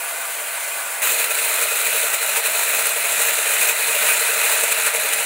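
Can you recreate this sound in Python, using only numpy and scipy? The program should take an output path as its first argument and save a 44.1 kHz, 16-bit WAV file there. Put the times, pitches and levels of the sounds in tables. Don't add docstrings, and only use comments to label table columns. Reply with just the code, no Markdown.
import sys
import numpy as np
from scipy import signal
from scipy.fft import rfft, irfft, next_fast_len
from scipy.io import wavfile
from scipy.ndimage import uniform_filter1d, map_coordinates

SR = 44100
rng = np.random.default_rng(int(sys.argv[2]) if len(sys.argv) > 2 else 0)


def dump(signal):
    limited = np.clip(np.atleast_2d(signal).T, -1, 1)
    pcm = np.round(limited * 32767).astype(np.int16)
    wavfile.write(sys.argv[1], SR, pcm)


def to_linear_factor(level_db):
    exponent = np.asarray(level_db, float) / 20
    return 10 ** exponent


N = 231726
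T = np.arange(N) / SR
CUT_S = 1.0185
LAP_S = 0.4162
LAPS = range(2, int(N / SR / LAP_S) + 1)

# start_s, pressure_db, looseness (how far proud teeth shake it)
HAND_FEED = [(1.03, 1.5, 0.6), (1.24, -1, 0.87), (1.3, -1, 1.5), (1.75, -1, 1.4), (1.97, 0.5, 0.44),
             (2.2, -1.5, 1.2), (2.45, -1.5, 1.5), (2.6, 0.5, 0.89), (3.0, -1.5, 0.96), (3.25, 0.5, 1.2),
             (3.45, -0.5, 1.1), (3.65, 2, 1.1), (3.78, -1, .7), (4.1, 2, .6), (4.3, 0, .5),
             (4.5, 1.5, 0.65), (4.7, -0.5, 1.7), (5.25, -2, 1.1)]


def feed():
    pressure_db, looseness = curves(HAND_FEED)
    weld_place, lap_rise_db = 0.98, 1.37
    lap_ramp = (T / LAP_S - weld_place) % 1 - 0.5
    return pressure_db + lap_rise_db * uniform_filter1d(lap_ramp, size=600), looseness


# place_lap (0-1), length_ms, bite_db
PROUD_TEETH = [(.15, 16, 1.5), (.335, 16, 1.5), (.48, 18, 0.5), (.7, 28, 1.2), (.895, 25, 1.5)]
# center_s, length_ms, change_db
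EXTRA_BITES = [(1.072, 28, 0.5), (1.243, 8, 3.5), (1.285, 45, -3), (1.312, 20, 1.5), (1.63, 28, 2),
               (1.868, 25, 1.5), (1.96, 20, 1.5), (2.141, 15, 4), (2.19, 57, -3), (2.295, 8.8, 3),
               (2.372, 35, 2.5), (2.425, 42, -4), (2.468, 25, 2), (2.596, 14, 1.5), (2.8, 40, 1.5),
               (2.87, 20, 1.5), (2.947, 24, -1.5), (3.01, 10, 2), (3.225, 19, 2.5), (3.388, 8.2, 3.5),
               (3.629, 30, 2), (3.706, 13, 1), (3.745, 47, -3.5), (4.166, 22, 0), (4.637, 7.5, 4.5),
               (4.724, 15, 4), (4.776, 9.2, 0), (4.869, 33, 2.5), (4.924, 48, -4), (5.138, 17, 4.5)]


def bites(looseness):
    laps = [((lap + place) * LAP_S, ms, db) for lap in LAPS for place, ms, db in PROUD_TEETH]
    return looseness * swells(*np.transpose(laps)) + swells(*np.transpose(EXTRA_BITES))


# freq_hz, density_db_per_hz
BAR_COLOUR = [(30, -90), (100, -79), (250, -30), (370, -21.5), (450, -8.5), (650, -8.5), (760, -12.5),
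              (1100, -10.5), (1500, -7), (2500, -5.5), (3200, -10), (4000, -10.5), (5300, -23), (7000, -28)]
# freq_hz, width_hz, lift_db
BAR_RESONANCES = [(817, 25, 5), (941, 35, 6), (1244, 40, 3), (1385, 50, 4), (1532, 110, 3), (1785, 40, 4),
                  (1929, 32, 5), (2395, 60, 3), (2528, 60, 3), (2731, 45, 4), (3400, 80, 3), (3880, 70, 3),
                  (4103, 45, 5), (4300, 100, 2)]
# freq_hz, width_hz, lift_db
BAR_VALLEYS = [(477, 48, -11), (724, 17, -13), (1082, 31, -5), (1790, 45, -4), (3275, 250, -6.5)]
# freq_hz, density_db_per_hz
RING_COLOUR = [(1500, -65), (2300, -5), (2420, 1.5), (2530, 7.5), (2620, -3.5), (2800, -10.5), (4000, -23)]
# freq_hz, density_db_per_hz
CHIP_COLOUR = [(4000, -55), (5300, -15.5), (6500, -4.5), (7500, -1), (9500, 0.5), (11000, -3.5),
               (12500, -5), (13500, -21), (15000, -32)]
# freq_hz, width_hz, lift_db
BLADE_RESONANCES = [(5640, 60, 4), (6840, 80, 2), (7520, 70, 6), (7800, 30, 3), (8230, 90, 3),
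                    (9600, 250, 4), (10050, 150, 3), (11820, 200, 3), (12980, 100, 3), (14600, 150, 2),
                    (15040, 100, 2)]
# freq_hz, density_db_per_hz
FIZZ_COLOUR = [(11000, -30), (13000, -7), (14000, -2.5), (14600, 0), (15000, -1.5), (16500, -2)]
# freq_hz, density_db_per_hz
STAND_COLOUR = [(30, -45), (90, -34), (123, -8.5), (155, -20), (205, -5), (240, -15), (330, -13.5),
                (410, -2.5), (470, 10), (515, -8), (700, -60)]
# freq_hz, side_minus_mid_db
CLOSE_WIDTH = [(60, -50), (300, -30), (550, -35), (800, -40), (2500, -29), (4000, -30), (13900, -30.5),
               (14500, -16), (15000, -19), (15300, -27), (16500, -28)]


def cutting():
    pressure_db, looseness = feed()
    bite_db = bites(looseness)
    deeper_s = T - CUT_S
    chatter = 0.2 * wobble(70) + 0.81 * wobble(200)

    def level(db, db_per_s, push, bite):
        return db + db_per_s * deeper_s + push * pressure_db + bite * bite_db

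    rasp_db = level(-24.5, db_per_s=0.28, push=0.84, bite=0.72) + chatter
    ring_db = level(-32, db_per_s=0.33, push=1.34, bite=1.7) + 2.1 * wobble(30)
    hiss_db = level(-23, db_per_s=0.05, push=0.95, bite=1.04) + 1.3 * chatter + 0.13 * wobble(45)
    fizz_db = level(-22, db_per_s=-0.73, push=1.3, bite=1.1) + 1.1 * chatter
    knock_db = level(-39, db_per_s=0.67, push=0.16, bite=0.1)
    rumble_db = level(-52.5, db_per_s=1.2, push=-0.7, bite=0.6) + 1.2 * wobble(16)
    rumble_db = rumble_db + 0.3 * deeper_s * bite_db

    bar_modes = BAR_RESONANCES + BAR_VALLEYS
    rasp = to_linear_factor(rasp_db) * scrape(BAR_COLOUR, bar_modes, CLOSE_WIDTH, gritty_db=-1.0, patchy_db=1.12)
    ring = to_linear_factor(ring_db) * scrape(RING_COLOUR, [], CLOSE_WIDTH, gritty_db=0.5, patchy_db=1.0)
    hiss = to_linear_factor(hiss_db) * scrape(CHIP_COLOUR, BLADE_RESONANCES, CLOSE_WIDTH, gritty_db=0.67, patchy_db=1.0)
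    fizz = to_linear_factor(fizz_db) * scrape(FIZZ_COLOUR, BLADE_RESONANCES, CLOSE_WIDTH, gritty_db=2.5, patchy_db=-1.5)
    rumble = to_linear_factor(rumble_db) * scrape(STAND_COLOUR, [], CLOSE_WIDTH, gritty_db=1.5, patchy_db=3.5)
    motor = whine(view=2, slow=0.003, quick=0.0008)
    return rasp + ring + hiss + fizz + rumble + to_linear_factor(knock_db) * knocks() + motor


SPOT_PLACES = [.0, .035, .14, .22, .33, .41, .49, .52, .6, .655, .7, .74, .83, .895, .97]
# length_ms, low_modes_db, middle_modes_db, upper_modes_db
SPOT_PUSHES = [(27.03, -5, -22, 9.5), (15.06, 0.5, -25, 2), (22.37, -13, 11, 10.5), (19.7, -9, -11, 2),
               (23.4, -16, 8, -25), (27.06, -11, 5, 7), (25.1, 6, -10, 11), (24.93, -12, 7.5, 7.5),
               (18.8, -40, -11, -8), (28.2, 9.5, -4, 9), (22.1, -9, 9, 4), (22.03, 2, 4, 10),
               (20.16, -1, 2.5, 9), (24.87, 3, 12, 10), (21.7, 3.5, 4.5, 8)]
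# freq_hz, level_db, t60_s, push_column (0 low, 1 middle, 2 upper)
TABLE_MODES = [(198, -23, 0.12, 0), (290, -26, .04, 0), (340, -26, 0.035, 1), (417, -35, 0.049, 0),
               (455.8, -4, 0.088, 1), (572.6, -6, 0.097, 1), (620.6, 0, 0.059, 2)]


def knocks():
    out = np.zeros(N + SR)
    t = np.arange(SR // 6) / SR
    for lap in LAPS:
        for place, (length_ms, *push_db) in zip(SPOT_PLACES, SPOT_PUSHES):
            length_s = length_ms / 1000
            *mode_chances, time_chance = rng.standard_normal(len(TABLE_MODES) + 1)
            rise = np.sin(np.pi / 2 * np.clip(t / length_s, 0, 1)) ** 2
            ring = 0
            for (hz, db, t60_s, column), chance in zip(TABLE_MODES, mode_chances):
                mode_db = db + push_db[int(column + 0.5)] + 1.95 * chance - 60 * t / t60_s
                ring = ring + to_linear_factor(mode_db) * np.sin(2 * np.pi * hz * (1 + 0.0073 * chance) * t)
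            start_s = (lap + place) * LAP_S - 0.7 * length_s + 0.001 * time_chance
            tail = out[round(start_s * SR):][:len(t)]
            tail += (rise * ring)[:len(tail)]
    return unit(out[:N])


# freq_hz, density_db_per_hz
HOUSING_COLOUR = [(30, -80), (100, -36), (200, -34.5), (350, -28.5), (450, -12), (600, -10.5), (800, -11.5),
                  (1200, -8), (1600, -9.5), (2400, -5), (3000, -12), (4500, -16.5), (5300, -22.5),
                  (7000, -40)]
# freq_hz, width_hz, lift_db
HOUSING_RESONANCES = [(203, 15, 7), (279, 33, 9), (610, 40, 7.5), (800, 30, 8.5), (946, 47, 8),
                      (1170, 18, 8.5), (1340, 40, -7), (1396, 26, 6), (1510, 116, 9), (1675, 12, 12),
                      (2456, 52, 5.5), (4400, 16, 6)]
# freq_hz, density_db_per_hz
BRUSH_COLOUR = [(4000, -51), (5300, -14.5), (6500, -4.5), (7500, -2), (9500, 1.5), (11000, -3.5),
                (13000, -5.5), (14500, -1.5), (16500, -4.5)]
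# freq_hz, width_hz, lift_db
WHEEL_RESONANCES = [(5640, 40, 4), (7240, 70, 4), (7520, 80, 5), (7934, 40, 5), (8185, 40, 6),
                    (9527, 150, 4), (9817, 50, 5), (10250, 60, 3), (10670, 100, 3), (11537, 60, 4),
                    (12300, 60, 5), (12700, 200, -5), (13140, 50, 4), (15250, 80, 3)]
# freq_hz, side_minus_mid_db
BACK_WIDTH = [(60, -22), (110, -30), (200, -33), (380, -32), (520, -14.5), (1290, -10.5), (2380, -14),
              (4400, -19), (8120, -12), (15000, -4.5)]


def idling():
    flutter = wobble(60.3)
    housing = scrape(HOUSING_COLOUR, HOUSING_RESONANCES, BACK_WIDTH, gritty_db=0.9, patchy_db=-1.0)
    hiss = scrape(BRUSH_COLOUR, WHEEL_RESONANCES, BACK_WIDTH, gritty_db=0.5, patchy_db=1.3)
    noise = to_linear_factor(-29.8 + 0.5 * flutter) * housing + to_linear_factor(-27.5 + 0.71 * flutter) * hiss
    return noise + whine(view=1, slow=0.0012, quick=0.0012)


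# order, idle_db, cutting_db
GEAR_ORDERS = [(1, -44, -43), (2, -49, -44), (3, -43.5, -40.5), (6, -50.5, -42), (11, -57, -51)]
# freq_hz, idle_db, cutting_db
MAINS_HUM = [(720, -60, -56), (2880, -64, -49), (3120, -55, -56)]


def whine(view, slow, quick):
    def tone(hz):
        return np.sqrt(2) * np.sin(2 * np.pi * np.cumsum(hz + 0 * T) / SR)

    mesh_hz = 682.3 * (1 + slow * wobble(8) + quick * wobble(40))
    gear = sum(to_linear_factor(row[view] + 1.5 * wobble(10)) * tone(row[0] * mesh_hz) for row in GEAR_ORDERS)
    hum = sum(to_linear_factor(row[view]) * tone(row[0]) for row in MAINS_HUM)
    return gear + hum


def thump(since_s):
    level_db, pitch_hz, t60_s = -39, 65, 0.04
    return to_linear_factor(level_db - 60 * since_s / t60_s) * np.sin(2 * np.pi * pitch_hz * since_s)


def scrape(colour, modes, width, gritty_db, patchy_db):
    grit = rng.standard_normal((2, N)) * to_linear_factor(gritty_db * wobble(900))
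    z = signal.stft(grit, nperseg=512)[2]
    patches = uniform_filter1d(rng.standard_normal(z.shape[1:]), size=6, axis=0)
    patches = uniform_filter1d(patches, size=8, axis=1)
    pair = signal.istft(z * to_linear_factor(patchy_db * unit(patches)), nperseg=512)[1][:, :N]

    def body(hz):
        lift_db = sum(db / (1 + (2 * (hz - c) / w) ** 2) for c, w, db in modes)
        return to_linear_factor(along(colour, hz) + lift_db) * [hz ** 0, to_linear_factor(along(width, hz))]

    mid, side = filtered(pair, body)
    return np.array([mid + side, mid - side]) / np.std(mid)


def swells(center_s, length_ms, db):
    coarse_s = T[::64]
    bells = np.exp(-(2000 * (coarse_s - center_s[:, None]) / length_ms[:, None]) ** 2)
    return np.interp(T, coarse_s, db @ bells)


def wobble(rate_hz):
    return map_coordinates(rng.standard_normal(int(N * rate_hz / SR) + 4), [T * rate_hz])


def curves(rows):
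    start_s, *columns = np.transpose(rows)
    return [np.interp(T, start_s, column) for column in columns]


def along(points, hz):
    f, value = np.transpose(points)
    return np.interp(np.log(hz + 1), np.log(f + 1), value)


def filtered(x, response):
    m = next_fast_len(N + 8192)
    return irfft(rfft(x, m) * response(np.fft.rfftfreq(m, 1 / SR)), m)[..., :N]


def unit(x):
    return x / np.sqrt(np.mean(x ** 2) + 1e-20)


def scene():
    since_s = np.maximum(T - CUT_S, 0)
    close = np.clip(since_s / 0.001, 0, 1)
    return (1 - close) * idling() + close * cutting() + thump(since_s)


def top_cut(x):
    return signal.sosfilt(signal.butter(12, 16190, fs=SR, output="sos"), x)


def record(dry):
    rounded = dry / (1 + np.abs(dry / 0.72) ** 6) ** (1 / 6)
    heard = filtered(rounded, lambda hz: (hz < 15760) / (1 + (85 / (hz + 1)) ** 3))
    return top_cut(heard)


dry = scene()
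out = record(dry)
dump(out)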